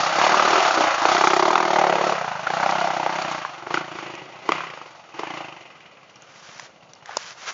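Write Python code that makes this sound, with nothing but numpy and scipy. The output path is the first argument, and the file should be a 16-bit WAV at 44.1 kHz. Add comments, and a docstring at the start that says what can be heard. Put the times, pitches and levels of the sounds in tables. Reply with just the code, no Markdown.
"""A single-cylinder four-stroke trail bike rides past in a leafless wood, climbs away in bursts of throttle
and idles far off; near the microphone twigs snap and dry leaves rustle.
Every firing is a blunt pulse and a puff of turbulent gas ringing the exhaust, over steady clatter.
Trunks scatter the bike's sound as a noise tail; leaves are crackles on hiss, snaps are short rung bursts."""
import sys
import numpy as np
from scipy import signal
from scipy.fft import rfft, irfft, next_fast_len
from scipy.io import wavfile
from scipy.ndimage import uniform_filter1d

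SR = 44100
rng = np.random.default_rng(int(sys.argv[2]) if len(sys.argv) > 2 else 0)


def digitize_waveform(pressure):
    """Quantize a signal to 16-bit integers and store it at the path in sys.argv[1].

    Rows of a 2-D input are taken as channels; values are limited to [-1, 1].
    """
    field = np.atleast_2d(pressure).T
    bounded = np.clip(field, -1, 1)
    quanta = np.round(bounded * 32767).astype(np.int16)
    wavfile.write(sys.argv[1], SR, quanta)


N = 332073

PULSE_SAMPLES = 4096
HZ = np.arange(PULSE_SAMPLES // 2 + 1) * SR / PULSE_SAMPLES + 1e-3   # offset avoids division by zero
PIPE_ECHO_S = .0092   # the pulse runs back up the pipe and leaves again

# exhaust resonances: (centre [Hz], width [Hz], level [dB])
RASP_MODES = [(1982, 155, 11.2), (2450, 195, 5.1), (2980, 500, 0.37)]
HISS_MODES = [(3440, 580, -5.5), (4700, 630, -9.5), (5395, 420, -10), (6660, 960, -15)]


def amp(db):
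    """Decibels to gain."""
    return 10 ** (np.asarray(db) / 20)


def rms_one(x):
    """Scaled to unit rms."""
    return x / np.sqrt(np.mean(x ** 2) + 1e-20)


def columns(rows, s):
    """Table columns interpolated at times s; the first column is time."""
    when, *cols = np.transpose(rows)
    return [np.interp(s, when, c) for c in cols]


def coloured(x, spectrum):
    """Shapes white input with rows (frequency [Hz], level [dB]); rms 1."""
    hz, db = np.transpose(spectrum)
    size = next_fast_len(N)
    log_hz = np.log(np.arange(size // 2 + 1) * SR / size + 1)
    gain = amp(np.interp(log_hz, np.log(hz), db))
    return rms_one(irfft(rfft(x, size) * gain, size)[:N])


def drift(knots_per_s):
    """Random wander: straight lines between normal knots of spread 1."""
    knots = rng.standard_normal(int(N / SR * 60) + 2)
    return np.interp(np.arange(N) / SR * min(knots_per_s, 60), np.arange(len(knots)), knots)


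def resonance(hz, width_hz):
    """Causal band-pass response, one row per entry of hz."""
    hz = np.reshape(hz, (-1, 1))
    return 1 / (1 + 1j * (HZ ** 2 - hz ** 2) / (HZ * width_hz))


def modes(table, count, spread_db, shift=1):
    """Parallel resonances of alternating sign, slightly different for each pulse."""
    luck = rng.standard_normal((count, len(table), 2))
    detune = 1 + .03 * luck[:, :, 1]
    total = 0
    for k, (hz, width_hz, db) in enumerate(table):
        gain = amp(db + spread_db * luck[:, k, :1])
        total = total + (-1) ** k * gain * resonance(hz * shift * detune[:, k], width_hz)
    return total


def blasts(count, rough, rise_s, fall_s):
    """Spectra of gas pulses: a sharp front plus a puff of turbulence that swells and dies."""
    s = np.arange(PULSE_SAMPLES) / SR
    gate = (1 - np.exp(-s / rise_s)) * np.exp(-(s / fall_s) ** 2)
    puff = rng.standard_normal((count, PULSE_SAMPLES)) * gate / np.linalg.norm(gate)
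    rough = np.clip(rough, 0, 1)   # the puff's share of the energy
    front = np.exp(-2j * np.pi * HZ * rise_s)
    return np.sqrt(1 - rough) * front + np.sqrt(rough) * rfft(puff)


def lay(spectra, s, gain, peak=False):
    """Pulses scaled to unit energy (or unit peak), then by gain, placed at times s."""
    pulses = irfft(spectra, PULSE_SAMPLES)
    size = np.abs(pulses).max(axis=1) if peak else np.linalg.norm(pulses, axis=1)
    half = PULSE_SAMPLES // 2
    starts = np.round(np.asarray(s) * SR).astype(int) + half
    out = np.zeros(N + 2 * PULSE_SAMPLES)
    for pulse, start, g in zip(pulses, starts, gain / size):
        out[start:start + PULSE_SAMPLES] += g * pulse
    return out[half:half + N]


def through(response):
    """Steady noise heard through the mean magnitude of a response; rms 1."""
    db = 20 * np.log10(np.abs(response).mean(axis=0) + 1e-9)
    return coloured(rng.standard_normal(N), np.c_[HZ, db])


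def air():
    """Steady background noise with a fixed spectrum."""
    # (frequency [Hz], level before scaling to rms 1 [dB])
    air_spectrum = [(12, -56.5), (25, -18), (138, 4), (330, 1.5), (560, 8), (900, 3.5), (1680, -22.5),
                    (2680, -31), (6700, -19), (7400, -37.5), (9620, -51.5)]
    return amp(-55) * coloured(rng.standard_normal(N), air_spectrum)


def crank(t):
    """Integrates crank speed to a cycle count; one firing per whole cycle."""
    # (time [s], rate [firings/s])
    firing_rate = [(0.0, 32.97), (0.15, 32.22), (0.27, 39.22), (0.5, 36.74), (0.6, 44.28), (0.72, 30.26),
                   (0.84, 31.11), (0.97, 25.53), (1.1, 31.88), (1.2, 32.1), (1.42, 32.82), (1.5, 40.69),
                   (1.62, 41.58), (1.7, 36.3), (1.82, 37.46), (1.92, 34.19), (2.1, 36.7), (2.2, 31.82),
                   (2.35, 25.17), (2.47, 27.85), (2.6, 32.37), (2.8, 33.49), (3.04, 30.88), (3.15, 33.28),
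                   (3.35, 29.58), (3.6, 21.3), (3.78, 30.44), (3.9, 27.06), (4.05, 27.71), (4.19, 24.23),
                   (4.3, 30.46), (4.46, 29.93), (4.62, 35.09), (4.85, 20.86), (4.96, 23.37), (5.14, 18.24),
                   (5.3, 30.47), (5.4, 27.74), (5.53, 24.39), (5.7, 20.24), (5.9, 17.96), (6.1, 15.27),
                   (6.55, 14.83), (6.95, 15.19), (7.2, 13.43), (7.53, 18.35)]
    first_firing_cycles = .079
    blowdown_lead_s = .004   # the valve opens ahead of the loudest moment
    rate, = columns(firing_rate, t)
    cycle = np.cumsum(rate) / SR - first_firing_cycles
    count = int(cycle[-1]) + 1
    s = np.interp(np.arange(count), cycle, t) - blowdown_lead_s
    return cycle, s, np.interp(s, t, rate)


def throttle_and_pass(t):
    """Mean band levels, quick throttle swing, clatter offset and bark centre as the bike moves."""
    # throttle as heard: (time [s], bark [dB], boom [dB re mean bark])
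    throttle = [(0.0, -25, -15.5), (0.11, -27, -14), (0.22, -22, -7.5), (0.44, -24, -3), (0.55, -24, -1.5),
                (0.62, -24, -9), (0.67, -24.5, -12), (0.74, -29, -8), (0.79, -27, 3.5), (0.85, -25, -9.5),
                (0.9, -29, -13), (0.97, -32, -15), (1.02, -27.5, -7), (1.1, -21, -8), (1.32, -20.5, -6),
                (1.43, -22.5, -2), (1.54, -22.5, -3.5), (1.65, -23.5, -4.5), (1.76, -17.5, -8.5),
                (2.09, -24.5, -5.5), (2.2, -30.5, -25), (2.42, -34, -13.5), (2.6, -25, -13),
                (2.75, -23.5, -16), (3.08, -27.5, -11.5), (3.3, -31.5, -7.5), (3.52, -46.5, -11),
                (3.65, -47.5, -1), (3.75, -27, -2.5), (3.85, -43, -4), (3.96, -43, 2), (4.2, -50.5, 4),
                (4.27, -54.5, 0), (4.42, -54, -3), (4.47, -49, 8), (4.54, -39, -7), (4.65, -47.5, -5),
                (4.84, -51, 1), (4.97, -54, -17), (5.12, -53, 0), (5.19, -39, -1.5), (5.39, -39.5, -3.5),
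                (5.5, -49, -2.5), (5.7, -58, -6), (6.0, -65.5, 1), (6.3, -65.5, -1), (6.7, -63.5, 0.5),
                (7.0, -62.5, -13), (7.3, -60, -11)]
    # colour as the bike passes, turns its tailpipe and recedes:
    # (time [s], thump, upper bark, rasp, hiss [dB re mean bark], bark centre [Hz], clatter offset [dB])
    colour = [(0.0, -18.5, -2.5, -15, -20.5, 756.5, 5), (0.25, -17, -6, -15.5, -23.5, 809, 7),
              (0.45, -13.5, -1, -13.5, -22, 751, 4), (0.6, -24, -4, -12.5, -22, 783.5, 7.5),
              (0.95, -20, -3, -16, -24.5, 782.5, 10), (1.25, -20, -3.5, -10.5, -13, 888, -3.5),
              (1.6, -17.5, -4, -11.5, -15.5, 854.5, -6), (1.85, -18, -8, -12, -21, 698, -5.5),
              (2.1, -12.5, -4, -12.5, -21, 630.5, 1.5), (2.4, -11, -5, -14, -25, 778.5, 3),
              (2.65, -14, -5.5, -15, -24.5, 790.5, -0.5), (3.0, -16.5, -8, -14, -24.5, 811, -1),
              (3.35, -9.5, 1, -10, -19.5, 804.5, 1), (3.55, -15, -5, -13, -21.5, 953, 11.5),
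              (3.75, -6.5, -3, -6, -18, 903.5, -1), (4.05, -3, -2, -3.5, -19, 850.5, 8.5),
              (4.35, -5.5, -8, -7.5, -22, 828, 14.5), (4.65, -6, 0.5, 0, -17.5, 904, 7.5),
              (5.0, -12, -6.5, -7.5, -16, 856.5, 7), (5.3, -8.5, -2.5, -2.5, -17.5, 837.5, 1),
              (5.65, -6.5, -6.5, -0.5, -15.5, 799.5, 10), (5.9, 1, 3.5, 5.5, -8, 783, 5.5),
              (6.2, 3, 4, 4.5, -5, 746.5, 7.5), (6.8, 2.5, -2, -2, -10, 745.5, 5.5),
              (7.3, -4, -2, -7, -14, 738, 9)]
    mean_over_s = .3
    bark_db, boom_db = columns(throttle, t)
    thump_db, upper_db, rasp_db, hiss_db, bark_hz, clatter_db = columns(colour, t)
    mean_db = uniform_filter1d(bark_db, size=int(mean_over_s * SR), mode="nearest")
    band_db = [mean_db + db for db in (thump_db, boom_db, 0, upper_db, rasp_db, hiss_db)]
    return band_db, bark_db - mean_db, clatter_db, bark_hz


def gas_pulses(count, overrun, late):
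    """Low bands repeat almost cleanly; higher up turbulence takes over and a weak pipe echo follows."""
    echo = 1 + amp(-10) * late
    clean = blasts(count=count, rough=.03 + .35 * overrun[:, None], rise_s=.002, fall_s=.01)
    bark = blasts(count=count, rough=.55, rise_s=.003, fall_s=.007)
    upper = blasts(count=count, rough=.8, rise_s=.003, fall_s=.006) * echo
    rasp = blasts(count=count, rough=.97, rise_s=.003, fall_s=.008) * echo
    hiss = blasts(count=count, rough=1, rise_s=.003, fall_s=.012)
    return [clean, clean, bark, upper, rasp, hiss]


def exhaust_bands(s, bark_hz, late):
    """Pipe resonances in six bands; further resonances in series steepen the bands."""
    # low modes glide with heat and aspect: (time [s], thump [Hz], boom [Hz], third mode [dB re boom])
    low_modes = [(0, 156, 304, -1.5), (.15, 178.5, 320, 3.5), (.3, 207, 380, 8), (.47, 205, 370, 0.5),
                 (.6, 170, 383, -16.5), (.7, 144.7, 340, -3), (.8, 145.6, 317, -22), (.95, 142, 345, -4),
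                 (1.05, 143, 309, -6.5), (1.15, 185, 373, -9), (1.4, 171.5, 367, -17),
                 (1.55, 189.4, 357, -5.5), (1.8, 177, 369, -4.5), (2.1, 180, 368, 0.5), (2.3, 150, 390, 6),
                 (2.45, 150, 319, 1), (2.6, 173, 330, 2.5), (2.8, 182, 347, -15), (3.05, 156, 319, -13.5),
                 (3.17, 179, 344, -8), (3.35, 160, 313, -10.5), (3.6, 133, 340, -10.5),
                 (3.76, 159.6, 341, -16), (4.0, 150, 334, -11.5), (4.2, 148, 360, -9.5),
                 (4.5, 163, 371, 0.5), (5.1, 139.4, 337, 3.5), (5.3, 157.3, 321, -5.5), (5.7, 142, 328, -2),
                 (7.3, 132.7, 293, 4.5)]
    # (centre before sliding [Hz], width [Hz], level [dB])
    upper_bark_modes = [(1100, 280, -3.5), (1750, 93, -15)]
    # slides as the tailpipe turns: (time [s], centre of the main upper bark mode [Hz])
    upper_bark_glide = [(0, 1217), (.36, 1095), (.5, 1143), (.66, 1400), (.9, 1242), (1.3, 1216),
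                        (1.6, 1127), (2.0, 1153), (2.45, 1500), (2.9, 1310), (3.3, 1086), (3.75, 1257),
                        (4.2, 1100), (4.6, 1143), (5.3, 1090), (7.3, 1070)]
    # one rasp resonance stands out more or less as the tailpipe turns: (time [s], level [dB])
    rasp_peak = [(0, -2.5), (2, -28), (3.5, -37), (4.2, 1), (4.6, -26), (5.2, 4.5), (5.6, 14.5),
                 (6.25, 23.5)]
    count = len(s)

    thump_hz, boom_hz, third_db = columns(low_modes, s)
    thump = resonance(thump_hz, 92) ** 3 - amp(-19.0) * resonance(66, 27)
    third = amp(third_db)[:, None] * resonance(565, 90) * resonance(499, 140)
    boom = resonance(boom_hz, 85) * resonance(boom_hz, 100) * resonance(boom_hz, 220) - third

    # the returning bark is lower
    bark_echo = amp(-4.5) * late * resonance(.82 * bark_hz, 260) ** 2
    bark = resonance(bark_hz, 380) * resonance(bark_hz, 490) - amp(-11.5) * resonance(592, 160) + bark_echo
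    bark = bark * resonance(780, 650)

    shift = columns(upper_bark_glide, s)[0] / upper_bark_modes[0][0]
    upper = modes(upper_bark_modes, count=count, spread_db=3.5, shift=shift) * resonance(1350, 900)

    peak = 1 + amp(columns(rasp_peak, s)[0])[:, None] * resonance(2810, 480)
    rasp = modes(RASP_MODES, count=count, spread_db=2.1) * resonance(2450, 1400) * peak
    hiss = modes(HISS_MODES, count=count, spread_db=2.5) * resonance(5490, 3400)
    return [thump, boom, bark, upper, rasp, hiss]


def engine():
    """One blast per firing through the exhaust, over steady clatter in the same colours; low and upper part."""
    # share of the throttle's quick swing followed by: thump, boom, bark, upper bark, rasp, hiss pulses [ratio]
    pulse_follows = [0.58, 0.97, 1.0, 0.86, 0.67, 1]
    # steady part of rasp and hiss: (time [s], clatter level before the band's own offset [dB])
    treble_clatter = [(0, 1), (1.0, 1), (1.25, -4), (1.9, -3), (2.4, 1), (3.3, 2), (3.7, -2), (4.6, -3),
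                      (5.2, -4), (5.7, -7), (6.3, -7), (7.3, -3)]
    clatter_sag_db, clatter_flicker_db = 6, 1.5
    idle_rate, pull_rate = 16, 24   # firings/s
    overrun_db = 6   # swing below the mean at which firings are most uneven
    even_spread_db, added_spread_db = 1.0, 2.0
    thump_lead_s, idle_puff_lead_s, idle_puff_db = .004, .019, -2

    t = np.arange(N) / SR
    cycle, s, rate = crank(t)
    count = len(s)
    band_db, swing_db, clatter_db, bark_hz = throttle_and_pass(t)
    pulse_db = [np.interp(s, t, db + share * swing_db) for db, share in zip(band_db, pulse_follows)]
    # clatter is loudest at the start of each cycle and sinks until the next
    sag_db = clatter_sag_db * (cycle % 1 - .5)
    steady_db = [db + swing_db - sag_db for db in band_db]

    # combustion varies most on a closed throttle or towards idle speed
    idle = np.interp(rate, [idle_rate, pull_rate], [1, 0])
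    overrun = np.clip(-np.interp(s, t, swing_db) / overrun_db, 0, 1)
    overrun = np.maximum(overrun, idle)
    uneven_db = (even_spread_db + added_spread_db * overrun) * rng.standard_normal(count)
    gain = np.sqrt(SR / rate) * amp(uneven_db)   # a pulse carries the energy of one whole cycle

    echo_s = PIPE_ECHO_S * (1 + .06 * rng.standard_normal((count, 1)))
    late = np.exp(-2j * np.pi * HZ * echo_s)
    sources = gas_pulses(count, overrun, late)
    responses = exhaust_bands(s, np.interp(s, t, bark_hz), late)
    leads_s = [thump_lead_s, 0, 0, 0, 0, 0]
    treble_db, = columns(treble_clatter, t)
    offsets_db = [-12, -11, -7, -2, 2 + treble_db, 9 + treble_db]

    layers = []
    for source, response, lead_s, db, held_db, offset_db in zip(
            sources, responses, leads_s, pulse_db, steady_db, offsets_db):
        pulses = lay(source * response, s - lead_s, gain * amp(db))
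        level_db = held_db + clatter_db + offset_db + clatter_flicker_db * drift(40)
        layers.append(pulses + amp(level_db) * through(response))

    # at idle a soft rasp runs ahead of each firing
    puff = blasts(count=count, rough=1, rise_s=.002, fall_s=.012) * responses[4]
    layers.append(lay(puff, s - idle_puff_lead_s, idle * gain * amp(pulse_db[4] + idle_puff_db)))
    return sum(layers[:2]), sum(layers[2:])


def cracks():
    """Harder exhaust blasts, mostly sharp front, with a ringing body, boom and bright edge."""
    # (time [s], peak [dB], brightness [dB], centre [Hz], boom [dB])
    hard_firings = [(0.237, -11.5, -30, 770, -18), (0.265, -3, -32, 800, -14),
                    (0.342, -3.5, -29, 1130, -28), (0.395, -4.5, -26, 1150, -18),
                    (0.846, -15, -32.5, 910, -17.5), (1.053, 1.5, -27, 810, -12),
                    (1.166, -4.5, -16.5, 1250, -21), (1.237, -5.5, -22, 1250, -1.5),
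                    (1.271, 0, -26, 1290, -13.5), (1.304, -10, -36, 900, -15), (1.333, -6, -36, 1260, -9),
                    (1.479, -6, -33, 780, -20), (1.504, -5, -31, 880, -9), (1.53, -10, -28, 900, -4),
                    (1.555, 2, -39, 1240, -19), (1.577, -8, -12, 1090, 2), (1.602, -11, -36, 1000, -10),
                    (1.837, -9.5, -43, 860, -17), (2.469, -6.5, -25.5, 1450, -9.5),
                    (2.502, -9, -35, 800, -26), (2.629, -12, -28, 795, -14), (2.66, -9, -23.5, 770, -16),
                    (3.062, -4, -48, 870, -42), (3.449, -12, -46, 1150, -21), (3.669, -17.5, -32, 1020, -6),
                    (3.707, -14, -32, 1080, -9), (3.741, -8, -13.5, 1360, -12), (3.772, -10, -31, 1350, -5),
                    (3.986, -18.5, -20, 1330, -7.5), (4.49, -2.5, -20, 1130, -5),
                    (4.519, -2, -17, 1150, -1.5), (4.552, -29, -22, 1000, 0), (4.579, -30, -31, 1050, -11),
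                    (4.605, -16, -36, 1160, -18), (4.635, -21, -22, 1110, -10),
                    (4.666, -28.5, -25, 1100, 4), (4.7, -25.5, -11, 1150, -18), (4.736, -24, -21, 1150, -2),
                    (4.774, -28, -22, 1100, -10), (4.814, -25, -27, 1150, -18), (4.857, -31, -17, 1100, -6),
                    (5.193, -13.5, -10, 972, 3.5), (5.233, -17.5, -49, 850, -5),
                    (5.404, -22.5, -40, 770, -2)]
    # (centre [Hz], width [Hz])
    boom_mode = (395, 200)
    s, peak_db, bright_db, hz, boom_db = np.transpose(hard_firings)
    echo = 1 + amp(-9) * np.exp(-2j * np.pi * HZ * PIPE_ECHO_S)
    boom = resonance(*boom_mode) * resonance(420, 500) * echo
    body = resonance(hz, 240) * resonance(hz, 1200) - amp(boom_db)[:, None] * boom
    edge = modes(RASP_MODES + HISS_MODES, count=len(s), spread_db=2.5) * amp(bright_db)[:, None]
    blast = blasts(count=len(s), rough=.3, rise_s=.001, fall_s=.004)
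    return lay(blast * (body + edge), s, amp(peak_db), peak=True)


def wood(x):
    """Scatter from many trunks: a dull, dying noise response that builds up after the direct sound."""
    t60_s, build_s, level_db = 0.31, 0.029, -16
    s = np.arange(SR // 2) / SR
    tail = rng.standard_normal(len(s)) * amp(-60 * s / t60_s) * (1 - np.exp(-(s / build_s) ** 2))
    tail = signal.lfilter([1], [1, -.6], tail)
    return amp(level_db) * signal.fftconvolve(x, tail / np.linalg.norm(tail))[:N]


def snaps():
    """Twigs and stones: a broad crack and one short woody ring."""
    # (time [s], peak [dB], centre [Hz], width [Hz], crack [dB])
    snap_events = [(2.71, -9, 4500, 800, -2), (2.803, -14, 4130, 805, -7.5), (3.221, -14, 4520, 800, -6),
                   (4.152, -20, 2530, 400, -7), (5.805, -39, 2700, 500, -20), (6.097, -37, 2800, 500, -20),
                   (6.157, -30, 5500, 700, -10), (6.221, -28.5, 6400, 900, -9),
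                   (6.596, -12, 1480, 1500, -2), (6.934, -21.5, 5840, 400, -8),
                   (6.951, -37, 5000, 1500, -12), (7.058, -17.5, 1870, 400, -10),
                   (7.092, -24.5, 770, 400, -47), (7.169, 4, 885, 460, -9)]
    s, peak_db, hz, width_hz, crack_db = np.transpose(snap_events)
    ring = resonance(hz, width_hz[:, None]) * resonance(hz, 3 * width_hz[:, None])
    crack = amp(crack_db)[:, None] * resonance(6500, 19000)
    burst = blasts(count=len(s), rough=0.64, rise_s=0.00034, fall_s=0.0038)
    return lay(burst * (ring + crack), s, amp(peak_db), peak=True)


def leaves():
    """Dense tiny crackles of uneven size on a hiss; each rustle swells, holds and sinks."""
    # (start [s], rise [s], hold [s], fall [s], low gain [dB], treble gain [dB])
    rustles = [(6.105, 0.48, 0.075, 0.03, -45, -45), (6.6, .05, .04, .07, -55, -58),
               (7.042, 0.06, 0.029, .08, -34, -50.5), (7.129, 0.079, 0.099, 0.057, -41.5, -39),
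               (7.339, 0.1, 0.05, .1, -39, -39.5), (7.447, 0.047, 0.005, 0.024, -28.5, -30.5)]
    # (frequency [Hz], density before scaling to rms 1 [dB per Hz])
    leaf_spectrum = [(150, -31.5), (450, -3.5), (800, 2), (1500, 4), (2800, -1.5), (4500, -2.5),
                     (6000, 0.5), (7300, -6.5)]
    depth_db = 25   # each swells from and sinks to this far below its top
    grains_per_s, split_hz = 1800, 2200
    t = np.arange(N) / SR
    low_gain, treble_gain = np.zeros((2, N))
    for start, rise, hold, fall, low_db, treble_db in rustles:
        shape = np.interp(t, start + np.cumsum([0, rise, hold, fall]), [0, 1, 1, 0])
        swell = (shape > 0) * amp(-depth_db * (1 - shape) ** 2)
        low_gain = np.hypot(low_gain, amp(low_db) * swell)
        treble_gain = np.hypot(treble_gain, amp(treble_db) * swell)
    hits = rng.random(N) < grains_per_s / SR
    grains = hits * amp(3.1 * np.minimum(rng.exponential(1, N), 4)) * rng.choice([-1, 1], N)
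    rustle = coloured(rms_one(grains) + 0.9 * rng.standard_normal(N), leaf_spectrum)
    low = signal.sosfilt(signal.butter(2, split_hz, fs=SR, output="sos"), rustle)
    high = signal.sosfilt(signal.butter(2, split_hz, "high", fs=SR, output="sos"), rustle)
    # opposite signs join the halves without a gap
    return amp(0.73 * drift(45)) * (low_gain * low - treble_gain * high)


def scene():
    """The bike with its scatter, the near small sounds and the air."""
    low, upper = engine()
    sharp = cracks()
    # trunks are too thin to throw back the bass; cracks stir the wood less than the bark
    scatter = wood(upper + amp(-7) * sharp)
    return (low + upper + sharp + scatter + snaps() + leaves() + air())[None]


def record(dry):
    """A small microphone: weak in the deep bass, the highest peaks are rounded, the top is cut steeply."""
    thin = signal.sosfilt(signal.butter(1, 110, "high", fs=SR, output="sos"), dry)
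    rounded = .9 * np.tanh(thin / .9)
    return signal.sosfilt(signal.cheby1(12, .5, 7150, fs=SR, output="sos"), rounded)


dry = scene()
out = record(dry)
digitize_waveform(out)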